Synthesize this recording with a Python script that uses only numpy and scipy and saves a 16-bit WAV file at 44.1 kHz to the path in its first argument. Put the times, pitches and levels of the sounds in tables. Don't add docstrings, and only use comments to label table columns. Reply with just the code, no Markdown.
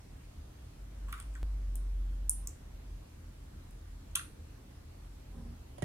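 import sys
import numpy as np
from scipy import signal
from scipy.fft import rfft, irfft
from scipy.io import wavfile
from scipy.ndimage import uniform_filter1d

SR = 44100
rng = np.random.default_rng(int(sys.argv[2]) if len(sys.argv) > 2 else 0)


def master_out(mix):
    frames = np.transpose(np.atleast_2d(mix))
    ceiling = np.clip(frames, -1, 1)
    pcm = np.round(ceiling * 32767).astype(np.int16)
    wavfile.write(sys.argv[1], SR, pcm)


N = 257544

# pitch_hz, relative level_db
AIR_SPECTRUM = [(20, -42), (32, -8), (40, -2), (60, -5.5), (80, 1.5), (100, -16.5), (128, -11.5),
                (150, -16.5), (278, -19), (432, -27), (2140, -38.5), (10300, -46), (14700, -50),
                (16000, -58)]
AIR_RMS_DB = -51
# pitch_hz, likeness (-1 to 1)
AIR_LIKENESS = [(60, 0.99), (92, 1), (140, 0.94), (210, 0.91), (330, 0.65), (500, -0.11), (770, -0.44),
                (1170, 0.28), (1790, -0.065), (2740, -0.1), (4190, -0.093), (6410, -0.24), (9810, 0.074),
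                (15000, -0.08)]
# pitch_hz, left_minus_right_db
AIR_BALANCE = [(100, 0), (300, 0), (900, -2.5), (3000, -0.2), (8000, 0)]
# pitch_hz, width_hz of each of two passes, rms_db
ROOM_MODES = [(44.2, 3.9, -54), (73.7, 17, -65.5)]
# pitch_hz, rms_db
HUM_TONES = [(120, -63), (235, -81), (300, -75)]
# time_s, pitch_hz, rms_db (before the fade at both ends)
DRONE_PATH = [(0.75, 47.65, -51.5), (1.02, 48.78, -43.5), (1.16, 50.66, -41.5), (1.22, 50.5, -53),
              (1.289, 49.2, -37), (1.37, 52.5, -44), (1.43, 50.6, -33), (1.7, 45.8, -36),
              (1.83, 45.75, -36), (2.01, 45.1, -32), (2.46, 46.6, -42.5), (2.72, 45.8, -58),
              (2.93, 45.33, -40), (3.1, 45, -76)]

# firmest_s, level_db of the grainy rub
FINGER_STROKES = [(1.09, -69), (1.119, -66.5), (1.155, -78), (1.178, -71), (1.36, -69)]
FINGER_RISE_DB_PER_S, FINGER_FALL_DB_PER_S = 403, 149
# start_s, snap_peak_db, snap_pitch_hz, snap_breadth (multiple), low_side_ring_db and
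# high_side_ring_db (against the snap), rattle_peak_db, rattle_tilt_db_per_octave, rattle_decay_ms,
# housing_pitch (multiple, by how it is held); peaks are before balance and room
CLICKS = [(1.0832, -58, 9000, 1.01, -15, -15, -47, -5, 2.5, 1.04),
          (1.093, -62, 9000, 1.01, -15, -15, -48, -2, 2.5, 1.07),
          (1.1261, -31.5, 10000, 1.01, -18, 4.5, -39, 13, 2.3, 0.99),
          (1.128, -55, 9000, 1.01, -15, -10, -33, -21, 0.8, 1.04),
          (1.139, -52, 8200, 1.01, -10, -10, -40.5, -15, 2, 1.06),
          (1.147, -53, 8200, 1.01, -10, -10, -48, -8, 2.5, 1.27),
          (1.182, -62, 9000, 1.01, -10, -10, -51, -8, 3, 1.02),
          (1.1874, -62, 9000, 1.01, -10, -10, -49, -13, 2.5, 1.25),
          (1.2007, -31.5, 9060, 0.9, -27, -18, -42.5, 1.5, 1.5, 1.17),
          (1.2248, -42, 8500, 1.01, -8, -14, -51, 5, 4, 0.85),
          (1.34, -49.5, 8400, 1.01, -10, -20, -70, 0, 3.8, 0.95),
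          (1.3525, -43, 7700, 1.01, -4, -20, -45.5, -13, 4.5, 1.27),
          (1.756, -29.5, 9250, 1.3, -16, 3, -56, 6, 3.5, 1.2),
          (2.2954, -8, 9460, 0.9, -10.5, -13, -65, 0, 3, 0.72),
          (2.473, -22, 7310, 1.01, 0.5, 2, -59, 0, 3, 0.927),
          (3.709, -48, 10000, 1.01, -8, -8, -64, -7, 3.7, 0.98),
          (4.113, -56, 7000, 1.01, -8, -15, -67, 0, 3, 1.01),
          (4.153, -28, 9500, 1.01, -8, -8, -28, 11, 3, 1.07),
          (4.156, -10.5, 9540, 1.3, -1.5, -22, -33.5, 5, 6, 1.03),
          (4.1595, -29, 8400, 1.3, -6, -22, -32.5, -8, 9, 1.035),
          (4.193, -42, 8700, 1.4, -5, -20, -37, -3, 3.5, 1.11)]
# pitch (multiple of snap pitch), width_hz (before breadth), level_db
SPRING = [(1, 1850, 12.5), (1.13, 2000, 3.5), (.82, 870, -7)]
# pitch_hz, width_hz
CAP_RINGS = [(6400, 840), (13500, 1100)]
# pitch_hz, width_hz, level_db
HOUSING = [(1155, 360, 8), (1530, 500, -1), (1870, 810, 0), (2290, 830, 0), (2650, 750, 5), (3350, 980, 0),
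           (4170, 1300, -14)]
# pitch_hz, left_minus_right_db
SWITCH_BALANCE = [(1500, 0), (3500, -5), (6500, 0), (9300, -4), (10800, 10), (12300, -7.5), (14000, -3)]
# start_s, peak_db
POP = (1.4303, -33)

# full_from_s, full_until_s, reference level_db
SCRAPE = (5.365, 5.53, -55.5)
SCRAPE_RISE_DB_PER_S, SCRAPE_SAG_DB_PER_S, SCRAPE_FALL_DB_PER_S = 320, 13, 300
# pitch_hz, level_db against the scrape
SCRAPE_NOTES = [(170, -2), (235, 2), (272, -8)]
# centre_s, half_length_s, level_db
SCRAPE_HITCH = (5.447, 0.008, -5)
# pitch_hz, width_hz, level_db against the scrape, fading_db_per_s
SCRAPE_BODY = [(143, 69, -2, 0), (416, 67, -11, 28), (530, 39, -13, 45), (772, 68, -11.5, 68),
               (1014, 110, -12.5, 76), (1240, 130, -19, 80), (1580, 330, -17, 80), (3460, 1100, -22, 70),
               (9500, 2500, -21, 60)]
# start_s, rap_peak_db, blow_decay_ms, thump_peak_db, rap left_minus_right_db
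KNOCKS = [(5.782, -41, 5.1, -45.5, -6), (5.8226, -29.5, 4.1, -27, -10)]
# pitch_hz, width_hz, level_db
DESK = [(255, 66, -8.5), (423, 310, 1.5), (610, 220, 1.5), (748, 170, 1), (1060, 350, -7), (1480, 590, -15),
        (1910, 270, -6.5), (3080, 1000, -6), (4750, 2100, -14), (6500, 2700, -6), (9400, 2000, -2)]
# pitch_hz, width_hz, level_db
DESK_FLEX = [(119, 70, 0)]

# delay_ms, left_db, right_db
ECHOES = [(1.2, -7, -9), (3, -13, -14), (11.3, -16.5, -15.5), (18.5, -19, -18)]
# pitch_hz, t60_s, colour_db
ROOM_DECAY = [(400, 0.35, -1), (1220, 0.22, 3.5), (1600, 0.34, 1), (2290, 0.35, 0), (3300, 0.19, 6.5),
              (4300, 0.35, 2), (5250, 0.35, -3.5), (6900, 0.22, 1.5), (8500, 0.36, -5), (10000, 0.26, 0),
              (11500, 0.3, -4.5), (13500, 0.33, -10), (15500, 0.17, -15)]
EDGE_HZ = 16300


def gain_of(db):
    return 10 ** (np.asarray(db) / 20)


def evened(x):
    return x / np.sqrt(np.mean(x ** 2) + 1e-20)


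def read(points, hz):
    f, value = np.transpose(points)
    return np.interp(np.log(hz + 1), np.log(f + 1), value)


def resonate(x, hz, width):
    r = np.exp(-np.pi * width / SR)
    return signal.lfilter([1, 0, -r], [1, -2 * r * np.cos(2 * np.pi * hz / SR), r * r], x)


def resonate_twice(x, hz, width):
    return resonate(resonate(x, hz, width), hz, width)


def sine(cycles):
    return np.sqrt(2) * np.sin(2 * np.pi * cycles)


def ring(modes, drive):
    sound = 0
    pushes = np.broadcast_to(drive, (len(modes), drive.shape[-1]))
    for (hz, width, db), push in zip(modes, pushes):
        mode = resonate_twice(push, hz, width)
        sound = sound + gain_of(db) * mode / abs(mode).max()
    return sound / abs(sound).max()


def tilted(modes, db_per_octave):
    centre = max(modes, key=lambda mode: mode[2])[0]
    return [(hz, width, db + db_per_octave * np.log2(hz / centre)) for hz, width, db in modes]


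def place(mix, s, sound, pan_db):
    at = round(s * SR)
    laid = np.zeros(N)
    laid[at:at + len(sound)] = sound[:N - at]
    return mix + laid * gain_of([[pan_db / 2], [-pan_db / 2]])


def air(patchy_db=1.28):
    frames, hz = N // 1024 + 5, np.fft.rfftfreq(4096, 1 / SR)
    a, b, c, d, patches = rng.standard_normal((frames, 2049, 5)).T
    patches = uniform_filter1d(patches, size=40, axis=0)
    patches = evened(uniform_filter1d(patches, size=4, axis=1))
    same = np.clip(read(AIR_LIKENESS, hz), -1, 1)[:, None]
    left = a + 1j * b
    right = same * left + np.sqrt(1 - same ** 2) * (c + 1j * d)
    z = np.array([left, right])
    colour = gain_of(read(AIR_SPECTRUM, hz)[:, None] + patchy_db * patches)
    z *= colour / np.sqrt((1 + same) / 2 + 0.39)
    z *= gain_of(np.array([.5, -.5])[:, None, None] * read(AIR_BALANCE, hz)[:, None])
    out = signal.istft(z, nperseg=4096, noverlap=3072)[1][:, :N]
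    return gain_of(AIR_RMS_DB) * out / out.mean(0).std()


def rumble():
    return sum(gain_of(db) * evened(resonate_twice(rng.standard_normal(N), hz, width))
               for hz, width, db in ROOM_MODES)


def hum():
    t = np.arange(N) / SR
    return sum(gain_of(db) * sine(hz * t + rng.random()) for hz, db in HUM_TONES)


def drone():
    s, hz, db = np.transpose(DRONE_PATH)
    t = np.arange(N) / SR
    fade = np.clip(np.minimum(t - s[0], s[-1] - t) / 0.074, 0, 1)
    level = fade * gain_of(np.interp(t, s, db))
    return level * sine(np.cumsum(np.interp(t, s, hz)) / SR)


def finger(grain_db=4, hiss_db=-3):
    t = np.arange(1, 1.5, 1 / SR)
    press = 0
    for s, db in FINGER_STROKES:
        drop_db = np.where(t < s, FINGER_RISE_DB_PER_S * (s - t), FINGER_FALL_DB_PER_S * (t - s))
        press = press + gain_of(db - drop_db)
    grains = gain_of(grain_db * evened(uniform_filter1d(rng.standard_normal(len(t)), size=200)))
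    slips = grains * rng.standard_normal((len(HOUSING), len(t)))
    hiss = evened(ring([(9000, 7600, 0)], slips[0]))
    rub = evened(ring(tilted(HOUSING, -2.5), slips)) + gain_of(hiss_db) * hiss
    return place(np.zeros((2, N)), t[0], press * rub, -1)


def switches():
    mix, t = np.zeros((2, N)), np.arange(3000) / SR
    shakes = np.sign(rng.standard_normal((len(CLICKS), len(HOUSING), len(t))))
    thin = signal.butter(6, 5000, "high", fs=SR, output="sos")
    small = signal.butter(4, 1030, "high", fs=SR, output="sos")
    push = signal.sosfilt(thin, 1. * (t == 0))
    for click, shake in zip(CLICKS, shakes):
        s, db, hz, breadth, low_db, high_db, rattle_db, tilt_db, ms, held = click
        spring = [(k * hz, breadth * width, level) for k, width, level in SPRING]
        cap = [(*CAP_RINGS[0], low_db), (*CAP_RINGS[1], high_db)]
        snap = ring(spring + cap, push)
        housing = [(held * f, width, level) for f, width, level in tilted(HOUSING, tilt_db)]
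        jolts = np.diff(shake * np.exp(-1000 * t / ms), prepend=0)
        rattle = ring(housing, signal.sosfilt(small, jolts))
        mix = place(mix, s, gain_of(db) * snap + gain_of(rattle_db) * rattle, 0)
    return shaded(mix)


def shaded(x):
    lean_db = read(SWITCH_BALANCE, np.fft.rfftfreq(N, 1 / SR))
    return irfft(rfft(x) * gain_of(np.array([[.5], [-.5]]) * lean_db), N)


def pop():
    s, db = POP
    t = np.arange(2000) / SR
    step = (1 - t / 0.0026) * np.exp(-t / 0.0057)
    return place(np.zeros((2, N)), s, gain_of(db) * step, 0)


def scrape():
    full, until, db = SCRAPE
    hitch_s, hitch_half_s, hitch_db = SCRAPE_HITCH
    t = np.arange(-.15, until - full + .2, 1 / SR)
    rise, hold, fall = np.maximum(-t, 0), np.clip(t, 0, until - full), np.maximum(t - until + full, 0)
    uneven_db = 2.2 * evened(uniform_filter1d(rng.standard_normal(len(t)), size=900))
    rub = rng.standard_normal(len(t)) * gain_of(uneven_db)
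    notes = sum(gain_of(level) * sine(hz * t + rng.random()) for hz, level in SCRAPE_NOTES)
    catch_db = hitch_db * np.exp(-((t + full - hitch_s) / hitch_half_s) ** 2)
    notes *= gain_of(catch_db - 460 * rise)
    body = sum(gain_of(level - fading_db * hold) * evened(resonate_twice(rub, hz, width))
               for hz, width, level, fading_db in SCRAPE_BODY)
    stroke = gain_of(db - SCRAPE_RISE_DB_PER_S * rise - SCRAPE_SAG_DB_PER_S * hold - SCRAPE_FALL_DB_PER_S * fall)
    return place(np.zeros((2, N)), full + t[0], stroke * (notes + body), -4.5)


def knocks():
    raps, thumps, t = np.zeros((2, N)), np.zeros((2, N)), np.arange(4000) / SR
    impulse = 1. * (t == 0)
    blows = rng.standard_normal((len(KNOCKS), len(DESK), len(t)))
    for (s, db, ms, thump_db, pan_db), blow in zip(KNOCKS, blows):
        rap = ring(DESK, 6 * impulse + blow * np.exp(-1000 * t / ms))
        raps = place(raps, s, gain_of(db) * rap, pan_db)
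        thumps = place(thumps, s + 0.0057, -gain_of(thump_db) * ring(DESK_FLEX, impulse), 0)
    return raps, thumps


def room(x, tail_db=-7, smear_ms=1.0):
    taps = np.zeros((2, SR // 2))
    at = np.arange(100, SR // 2 - 20, 20) + rng.integers(0, 20, (2, (SR // 2 - 101) // 20))
    np.put_along_axis(taps, at, rng.choice([-1., 1.], at.shape), 1)
    hz, t, z = signal.stft(taps, SR, nperseg=256)
    t60, colour_db = (read(np.array(ROOM_DECAY)[:, [0, k]], hz)[:, None] for k in (1, 2))
    tail = signal.istft(z * gain_of(colour_db - 60 * t / t60), SR, nperseg=256)[1]
    tail *= gain_of(tail_db) / np.linalg.norm(tail[0])
    smear = np.exp(-np.arange(200) / (smear_ms * SR / 1000))
    clutter = rng.choice([-1., 1.], (len(ECHOES), 2, 200)) * smear
    clutter /= np.linalg.norm(clutter, axis=2, keepdims=True)
    for (ms, *db), burst in zip(ECHOES, clutter):
        start = round(ms * SR / 1000)
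        tail[:, start:start + 200] += gain_of(db)[:, None] * burst
    return signal.fftconvolve(x, tail, axes=1)[:, :N]


def scene():
    near = finger() + switches()
    near[0] = np.roll(near[0], 6)
    raps, thumps = knocks()
    raps[0] = np.pad(raps[0], (26, 0))[:N]
    near += raps
    background = air() + rumble() + hum() + drone()
    return near + room(near) + thumps + scrape() + pop() + background


def record(dry):
    low_pass = signal.firwin(511, EDGE_HZ, window=("kaiser", 9), fs=SR)
    return signal.oaconvolve(dry, low_pass[None], "same")


dry = scene()
out = record(dry)
master_out(out)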